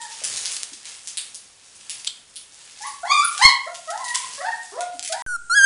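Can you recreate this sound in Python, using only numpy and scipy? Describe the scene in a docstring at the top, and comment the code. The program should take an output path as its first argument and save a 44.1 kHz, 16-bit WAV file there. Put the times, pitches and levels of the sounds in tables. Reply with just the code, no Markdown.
"""Paws crackle, snap and scuff newspaper in a bare, echoing pen, then puppies whine and yelp in it.
After a cut with a moment of silence, one puppy squeals close by from a wooden box in a quieter room.
Voices are overtones on a shaky pitch plus breath, coloured by throat and mouth; short squeaks and
grunts are plain sine chirps. Paper is shaped noise: single bursts for snaps, clumps of tiny creases
for dragging. Rooms are fading noise tails, and steady noise lies underneath."""
import sys
import numpy as np
from scipy import signal
from scipy.fft import rfft, irfft, next_fast_len
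from scipy.io import wavfile
from scipy.ndimage import map_coordinates

SR = 44100
rng = np.random.default_rng(int(sys.argv[2]) if len(sys.argv) > 2 else 0)


def invert_db(x):
    """Field ratio 10**(x/20) for x, a level in decibels (scalar or array-like)."""
    u = np.asarray(x, float) / 20
    return 10 ** u


def to_wav(s):
    """Save 16-bit WAV."""
    ch = np.atleast_2d(s).T  # columns
    pcm = np.round(np.clip(ch, -1, 1) * 32767)  # PCM
    wavfile.write(sys.argv[1], SR, pcm.astype(np.int16))


N = 249165  # length in samples

# Whines and yelps in the pen, one list a call.
# Each row: time in seconds, pitch in Hz, effort in dB before the throat and mouth act, mouth opening 0-1.
YELP_CALLS = [
    [(0, 921, -36.5, 0.49), (.03, 932, -37, 0.27), (.07, 802, -45.5, 0.36)],
    [(2.803, 829, -41.5, 0.22), (2.83, 841, -35.5, 0.39), (2.86, 1152, -30.5, 0.59), (2.9, 1080, -49, 0.4)],
    [(3.03, 695, -35, 0.55), (3.04, 720, -26.5, 0.18), (3.062, 975, -31.5, 0.38), (3.085, 1124, -35.5, 1),
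     (3.105, 1101, -15, 0.81), (3.12, 1201, -13, 0.78), (3.16, 1217, -18.5, 0.79), (3.18, 1149, -18.5, .8),
     (3.2, 1160, -17.5, .8), (3.222, 1293, -23, 0.79), (3.24, 1420, -13.5, 0.4), (3.265, 1300, -48, .4)],
    [(3.39, 762, -28, 0.96), (3.41, 818, -26.5, 0.76), (3.424, 1031, -10.5, 0.97), (3.455, 1083, -12, 0.98),
     (3.472, 1042, -28.5, .99), (3.488, 1004, -20.5, 1), (3.503, 975, -25.5, 0.86), (3.52, 994, -36, 0.86)],
    [(3.662, 521, -46, .8), (3.68, 702, -33, 0.44), (3.72, 700, -68, 0.9)],
    [(3.87, 654, -40, 0.03), (3.89, 621.7, -35.5, 0.37), (3.92, 762, -26.5, 0.12), (3.96, 949, -42.5, 0.43),
     (4.0, 1043, -32.5, 0.35), (4.045, 965, -40, 0.48), (4.07, 974, -28, 0.5), (4.125, 942.5, -41, 0.49),
     (4.15, 1046, -33.5, 1), (4.2, 998, -66, 0.4), (4.24, 1040, -29, 0.2)],
    [(4.378, 558, -39, 0.39), (4.4, 568, -44.5, 0.67), (4.42, 711, -28, 0.14), (4.445, 743, -27.5, 0.22),
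     (4.46, 858, -31.5, 0.81), (4.48, 916, -32.5, 0.67), (4.52, 928, -35, 0.4), (4.55, 870, -40, 0.6)],
    [(4.718, 341, -45.5, 0), (4.74, 447.5, -50.5, 0.4), (4.765, 512, -37, 0.01), (4.78, 643, -34.5, 0.15),
     (4.8, 719.7, -30, 0.08), (4.85, 702.2, -32.5, 0.13), (4.92, 716, -56, 0), (4.97, 724, -43, .1)],
    [(5.093, 632, -36.5, 0.1), (5.12, 663, -33, 0.07), (5.135, 776, -33.5, 0.77), (5.15, 924, -43.5, 0.2),
     (5.2, 983, -31.5, 0.38), (5.222, 975, -37, 0.1)],
]
# Squeals from the box, one list a call. Each row: the same four columns as the yelps.
SQUEAL_CALLS = [
    [(5.255, 1605, -32, 0.5), (5.29, 1460, -29, 0.2), (5.32, 1461, -26, 0.2), (5.366, 1379, -25.5, 0.33)],
    [(5.496, 1354, -24.5, 0.27), (5.515, 1381, -17, 0.65), (5.54, 1476, -17.5, 0.84), (5.555, 1658, -19, 1),
     (5.58, 1660, -11, 1), (5.61, 1577, -14, 0.87), (5.63, 1600, -14.5, 1), (5.651, 1590, -5, 1)],
]
# Throat colour with the mouth wide open. 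Each row: frequency in Hz, gain in dB.
PEN_THROAT_COLOUR = [(600, 0.5), (1100, -1.5), (1400, -4), (1900, 0), (2300, -4), (3100, -11), (4300, 0.5),
                     (5200, -1.5), (5900, -15), (6500, -5.5), (8000, -6), (9500, -14.5)]
BOX_THROAT_COLOUR = [(1700, 0), (2900, -36), (3250, -14), (4400, -5), (4800, -24.5), (5500, -13),
                     (6400, -11), (7500, -22), (9000, -13.5), (11000, -31)]
# What a closed mouth holds back. Each row: frequency in Hz, loss in dB.
PEN_LIP_LOSS = [(1000, -0.5), (2050, 7.5), (2400, 39), (3700, 23), (9500, 23.5)]
BOX_LIP_LOSS = [(1700, -1), (4400, 27), (5600, 9), (9000, -4)]
# The mouth's resonance, which climbs as it opens.
# The row: closed frequency in Hz, open frequency in Hz, height in dB, width in octaves.
PEN_MOUTH_PEAK = (750, 3570, 10.2, 0.44)
BOX_MOUTH_PEAK = (2100, 5000, 5.2, 0.23)
# Thin falling squeaks. Each row: start in seconds, first pitch in Hz, last pitch in Hz,
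# length in seconds, peak level in dB.
FALLING_SQUEAKS = [(2.863, 10400, 9300, 0.018, -30.5), (3.24, 10500, 9250, 0.022, -15)]
# Low grunts. Each row: start in seconds, pitch in Hz, length in seconds, peak level in dB.
LOW_GRUNTS = [(.215, 588, 0.0082, -36.5), (0.717, 290, 0.014, -46), (4.937, 287, 0.032, -47.5)]
# A puff through the nose. The row: time in seconds, level in dB, rough half length in seconds.
SNORT_PUFF = (2.075, -17.5, 0.0035)
# Nose resonances. Each row: centre in Hz, width in Hz, level in dB.
NOSE_MODES = [(3500, 660, -1), (5560, 2900, -10), (7760, 1400, -8)]
# Paper snaps and scuffs. Each row: start in seconds, peak before the room in dB,
# rise in milliseconds, room answer in dB.
PAPER_SNAPS = [(0.0142, -20.5, 1.2, 5.5), (0.2372, -10.5, .86, 9.5), (.2626, -25, 5.1, -9),
               (0.3392, -9.5, 0.22, 0.5), (0.3678, -10.5, 1.1, 6), (0.411, -18, .22, 3),
               (0.4518, -9, 0.29, 11), (0.514, -10, .27, 7.5), (.5644, -10.5, 2.2, -19),
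               (0.583, -13, 0.14, -3), (0.6328, 2, 0.11, -10), (0.7303, -21.5, 2.9, 0.5),
               (0.855, -12.5, 0.39, 0), (1.074, -7.5, 0.18, 4.5), (1.172, -2.5, 0.28, 6.5),
               (1.346, -10, 0.23, 4.5), (1.7535, -25, .14, 8.5), (1.896, -7.5, .52, 5),
               (2.0096, -30, 0.19, -8), (2.0468, -7, 0.27, -2.5), (2.3578, -19.5, 0.42, 11),
               (2.8165, -20.5, 0.93, 9.5), (3.378, -9, 1.2, -2.5), (3.7447, -16.5, .4, 10.5),
               (3.901, -17.5, 5.2, -8), (4.0412, -21.5, 2.2, 7.5), (4.0818, -9.5, 0.55, 6.5),
               (4.1436, -9.5, 4.9, 0.5), (4.1565, 5, .36, -23), (4.1706, -19, 2.4, -13), (4.807, -12, 1, 0),
               (4.9708, -26, 0.56, 0), (4.9942, -0.5, .32, -7), (5.0268, -9, .5, 2.5),
               (5.0483, -13.5, 0.83, 3), (5.058, -18, 2.1, -14), (5.0757, -9, 1.3, 0.5),
               (5.086, -13, 0.34, -31), (5.121, -11.5, 4.7, -8.5)]
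# Paws dragging paper. Each row: time in seconds, level in dB.
SHUFFLE_LEVEL = [(0, -42), (.17, -40.5), (.3, -32.5), (.56, -37), (.8, -50.5), (.87, -38), (.96, -46.5),
                 (1.3, -46), (1.54, -56.5), (1.96, -42.5), (2.25, -57.5), (2.5, -51), (2.9, -42.5),
                 (2.97, -49), (3.3, -37.5), (3.4, -34), (3.6, -50), (4.26, -37.5), (4.93, -52), (5.04, -51),
                 (5.215, -40.5)]
# Colour of the dragged paper. Each row: frequency in Hz, gain in dB.
PAPER_COLOUR = [(60, -54), (500, -4), (1900, -3), (7700, -0.5), (11000, -3.5)]
# How long each room rings. Each row: frequency in Hz, time to fall by 60 dB in seconds.
PEN_RINGING = [(300, 0.39), (1000, 0.51), (3000, 0.4), (6000, 0.29), (10000, 0.33)]
BOX_RINGING = [(1400, 0.88), (3000, 0.76), (10000, 0.18)]
# Floor and near walls around the pen. Each row: delay in seconds, echo level in dB
# (each echo varies by about 1 dB; snaps add their own room answer).
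NEAR_WALLS = [(.0046, -6), (.012, -8.5), (.019, -16)]
# Colour of the steady room noise. Each row: frequency in Hz, relative level in dB per Hz.
PEN_AIR_COLOUR = [(15, -33), (30, -7.5), (300, -9.5), (10000, -11)]
BOX_AIR_COLOUR = [(20, -12), (100, -30), (700, -39), (1800, -40), (3600, -40.5), (5000, -37), (8700, -25),
                  (11000, -49)]
# Silence between the two scenes. The row: start in seconds, end in seconds.
SILENCE = (5.2215, 5.2635)

PEN_AIR_DB, BOX_AIR_DB = -53, -50  # average noise levels
SNAP_HZ, SCUFF_DULLS = 7000, 0.13  # typical centre at a 1 ms rise; slower rises sound duller
SNAP_SPREAD = 0.12  # random spread of the centre, as a fraction
SHEET_LOW_HZ = 1300  # a thin sheet radiates little below this
TOP_HZ = 10500  # where the camera's band limit starts


def unit(x):
    """Scales x to an average (rms) level of 1."""
    return x / np.sqrt(np.mean(x ** 2) + 1e-20)


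def along(points, hz):
    """Reads (Hz, value) points at any frequency, on a log axis."""
    f, v = np.transpose(points)
    return np.interp(np.log(hz + 1), np.log(f + 1), v)


def wobble(rate, size):
    """A smooth random curve with rate random knots a second."""
    knots = rng.standard_normal(int(size * rate / SR) + 4)
    return map_coordinates(knots, [np.arange(size) * rate / SR])


def filtered(x, response):
    """Multiplies the spectrum of x by a response that depends on frequency."""
    m = next_fast_len(len(x) + 8192)
    return irfft(rfft(x, m) * response(np.fft.rfftfreq(m, 1 / SR)), m)[:len(x)]


def resonances(modes):
    """Response of ringing modes (Hz, width in Hz, dB), summed with alternating signs."""
    def response(f):
        total = 0
        for k, (centre, width, db) in enumerate(modes):
            mode = 1j * f * width / (centre * centre - f * f + 1j * f * width)
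            total = total + (-1) ** k * invert_db(db) * mode
        return total
    return response


def add(out, s, x):
    """Mixes x into out from time s in seconds."""
    spot = out[round(s * SR):][:len(x)]
    spot += x[:len(spot)]


def echoing(x, room, wet_db, gap, walls=()):
    """Adds echoes off near walls and a fading noise tail, at wet_db, that starts gap seconds late."""
    hz, t, z = signal.stft(rng.standard_normal(SR * 3 // 4), SR, nperseg=256)
    fading = z * invert_db(-60 * t / along(room, hz)[:, None])
    tail = signal.istft(fading, SR, nperseg=256)[1]
    tail = np.pad(invert_db(wet_db) * tail / np.linalg.norm(tail), (round(gap * SR), 0))
    tail[0] = 1  # the direct sound
    for s, db in walls:
        tail[round(s * SR)] += invert_db(db + rng.normal(0, 1))
    return signal.fftconvolve(x, tail)


def cry(rows, throat, lips, cavity, slope_db, jitter, flutter_db, breath_db, breath_hz, colour_hz, fade):
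    """Folds vibrate nearly evenly: fluttering overtones on one shaky pitch, breath hissing once a cycle."""
    s, *cols = np.transpose(rows)
    t = np.arange(s[0], s[-1], 1 / SR)
    hz, effort_db, mouth = [np.interp(t, s, c) for c in cols]
    shaky_hz = hz * (1 + jitter * wobble(108.7, size=len(t)))
    phase = 2 * np.pi * np.cumsum(shaky_hz) / SR
    k = np.arange(1, 13)[:, None]  # overtone numbers
    closed_hz, open_hz, height_db, octaves = cavity
    mouth = np.clip(mouth, 0, 1)
    peak_hz = closed_hz * (open_hz / closed_hz) ** mouth

    def lift_db(f):
        """The mouth's resonance as a bump around its present centre."""
        return height_db * np.exp(-.5 * (np.log2(f / peak_hz) / octaves) ** 2)

    def level_db(f):
        """The throat colours the effort; the lips hold back more the less they open."""
        coloured_db = effort_db + along(throat, f) - (1 - mouth) * along(lips, f)
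        return coloured_db + lift_db(f) - lift_db(hz)

    flutter = flutter_db * np.sqrt(k) * np.array([wobble(52.6, size=len(t)) for _ in k])
    strength = invert_db(level_db(k * hz) - slope_db * np.log2(k) + flutter)
    audible = k * hz < SR / 4
    tone = (strength * audible * np.sin(k * phase)).sum(0)
    # breath lies above breath_hz and follows the voice's colour at colour_hz
    noise = rng.standard_normal(len(t))
    hiss = unit(filtered(noise, lambda f: 1 / (1 + (breath_hz / (f + 1)) ** 8)))
    breath = invert_db(level_db(colour_hz) + breath_db) * (1 + np.cos(phase)) * hiss
    edge = np.clip(np.minimum(t - s[0], s[-1] - t) / fade, 0, 1)  # fade in and out, seconds
    return edge * (np.sqrt(2) * tone + breath)


def pen_voices():
    """Yelping voices and short sine squeaks and grunts, each with its own fresh room tail."""
    out = np.zeros(N)
    for rows in YELP_CALLS:
        voice = cry(rows, PEN_THROAT_COLOUR, PEN_LIP_LOSS, PEN_MOUTH_PEAK, slope_db=5.0, jitter=0.0072,
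                    flutter_db=2.15, breath_db=-19, breath_hz=2190, colour_hz=5240, fade=0.0057)
        voice = invert_db(-1.5) * voice
        add(out, rows[0][0], echoing(voice, PEN_RINGING, wet_db=2.0, gap=.006, walls=NEAR_WALLS))
    steady_grunts = [(s, hz, hz, length, db) for s, hz, length, db in LOW_GRUNTS]
    for s, start_hz, end_hz, length, db in list(FALLING_SQUEAKS) + steady_grunts:
        size = round(length * SR)
        chirp = np.sin(2 * np.pi * np.cumsum(np.linspace(start_hz, end_hz, size)) / SR)
        swell = invert_db(db) * np.hanning(size)
        add(out, s, echoing(swell * chirp, PEN_RINGING, wet_db=0.0, gap=0.0059))
    return out


def box_voice():
    """The near puppy's squeals: the same kind of voice, mostly direct sound with a faint room tail."""
    out = np.zeros(N)
    for rows in SQUEAL_CALLS:
        voice = cry(rows, BOX_THROAT_COLOUR, BOX_LIP_LOSS, BOX_MOUTH_PEAK, slope_db=0.9, jitter=0.0023,
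                    flutter_db=0.7, breath_db=-2, breath_hz=7300, colour_hz=9000, fade=0.0037)
        add(out, rows[0][0], echoing(voice, BOX_RINGING, wet_db=-17.5, gap=.008))
    return out


def snaps():
    """Each snap or scuff is a sharp broad noise burst around its own pitch, with its own room answer."""
    out, t = np.zeros(N), np.arange(SR // 20) / SR
    for s, db, rise_ms, wet_db in PAPER_SNAPS:
        hz = SNAP_HZ * rise_ms ** -SCUFF_DULLS * np.exp(SNAP_SPREAD * rng.standard_normal())
        u = t * 1000 / rise_ms
        swell = u * np.exp(-u)
        tearing = swell * rng.standard_normal(len(t))
        # the fibre that gives way first makes one clean tick at the top of the burst
        tearing[np.argmax(swell)] += 1.8 / np.sqrt(rise_ms)
        sheet = resonances([(hz, 2.88 * hz, 0)])
        burst = filtered(tearing, lambda f: (sheet(f) * f / (f - 1j * SHEET_LOW_HZ)) ** 2)
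        burst = invert_db(db) * burst / np.abs(burst).max()
        walls = [(delay, echo_db + wet_db) for delay, echo_db in NEAR_WALLS]
        add(out, s, echoing(burst, PEN_RINGING, wet_db=wet_db, gap=.006, walls=walls))
    return out


def shuffle():
    """Dragged paper: clumps of tiny uneven creases over a hiss, and the muffled tread of paws."""
    rub = .7 * rng.standard_normal(N)
    for hz in (3000, 5500, 9000):
        chance = rng.random((2, N))
        happens = chance[0] < 500 / SR * invert_db(7 * wobble(40, size=N))  # clumped in time
        size = invert_db(13 * chance[1] ** 3)  # mostly small, a few large
        creases = happens * size * rng.standard_normal(N)
        ringing = unit(filtered(creases, resonances([(hz, 0.88 * hz, 0)])))
        rub += ringing * np.sqrt(hz / 9000)
    rub = unit(filtered(rub, lambda hz: invert_db(along(PAPER_COLOUR, hz))))
    thud = unit(filtered(rng.standard_normal(N), resonances([(119, 220, 0)])))
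    tread = invert_db(-27.5 + 3.8 * wobble(8.6, size=N)) * thud
    s, db = np.transpose(SHUFFLE_LEVEL)
    effort = invert_db(np.interp(np.arange(N) / SR, s, db))
    return echoing(rub * effort, PEN_RINGING, wet_db=1.0, gap=.005)[:N] + tread * effort


def snort():
    """A quick noisy puff coloured by the nose's resonances."""
    s, db, half = SNORT_PUFF
    t = np.arange(-4 * half, 4 * half, 1 / SR)
    noise = unit(filtered(rng.standard_normal(len(t)), resonances(NOSE_MODES)))
    puff = noise * np.exp(-.5 * (t / half * 1.03) ** 2)
    out = np.zeros(N)
    add(out, s - 4 * half, echoing(invert_db(db) * puff, PEN_RINGING, wet_db=-7.5, gap=0.0025))
    return out


def air(colour, db):
    """Steady room noise: coloured random noise whose level drifts slightly."""
    noise = unit(filtered(rng.standard_normal(N), lambda hz: invert_db(along(colour, hz))))
    return invert_db(db + 0.3 * wobble(4.86, size=N)) * noise


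def draining_offset():
    """An electrical offset that drains away after the cut, with a 0.13 s time constant."""
    t = np.arange(N) / SR
    return invert_db(-31.5) * np.exp(-np.abs(t - SILENCE[1]) / 0.13)


def scene():
    """The pen, a silent cut, then the box."""
    t = np.arange(N) / SR
    pen = pen_voices() + snaps() + shuffle() + snort() + air(PEN_AIR_COLOUR, PEN_AIR_DB)
    box = box_voice() + air(BOX_AIR_COLOUR, BOX_AIR_DB) + draining_offset()
    return (pen * (t < SILENCE[0]) + box * (t > SILENCE[1]))[None]


def low_pass(x):
    """Removes everything above the highest recorded frequency."""
    return signal.sosfilt(signal.butter(12, 11530, fs=SR, output="sos"), x)


def record(dry):
    """Loud peaks clip softly, a little sooner on the upswing; the camera cuts what lies above its band."""
    top = np.where(dry > 0, .86, .95)
    clipped = dry / (1 + np.abs(dry / top) ** 8) ** (1 / 8)
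    # 1 dB lost for every 20 Hz above the limit, down to -55 dB
    band = filtered(clipped[0], lambda hz: invert_db(-np.clip((hz - TOP_HZ) / 20, 0, 55)))
    return low_pass(band[None])


dry = scene()
out = record(dry)
to_wav(out)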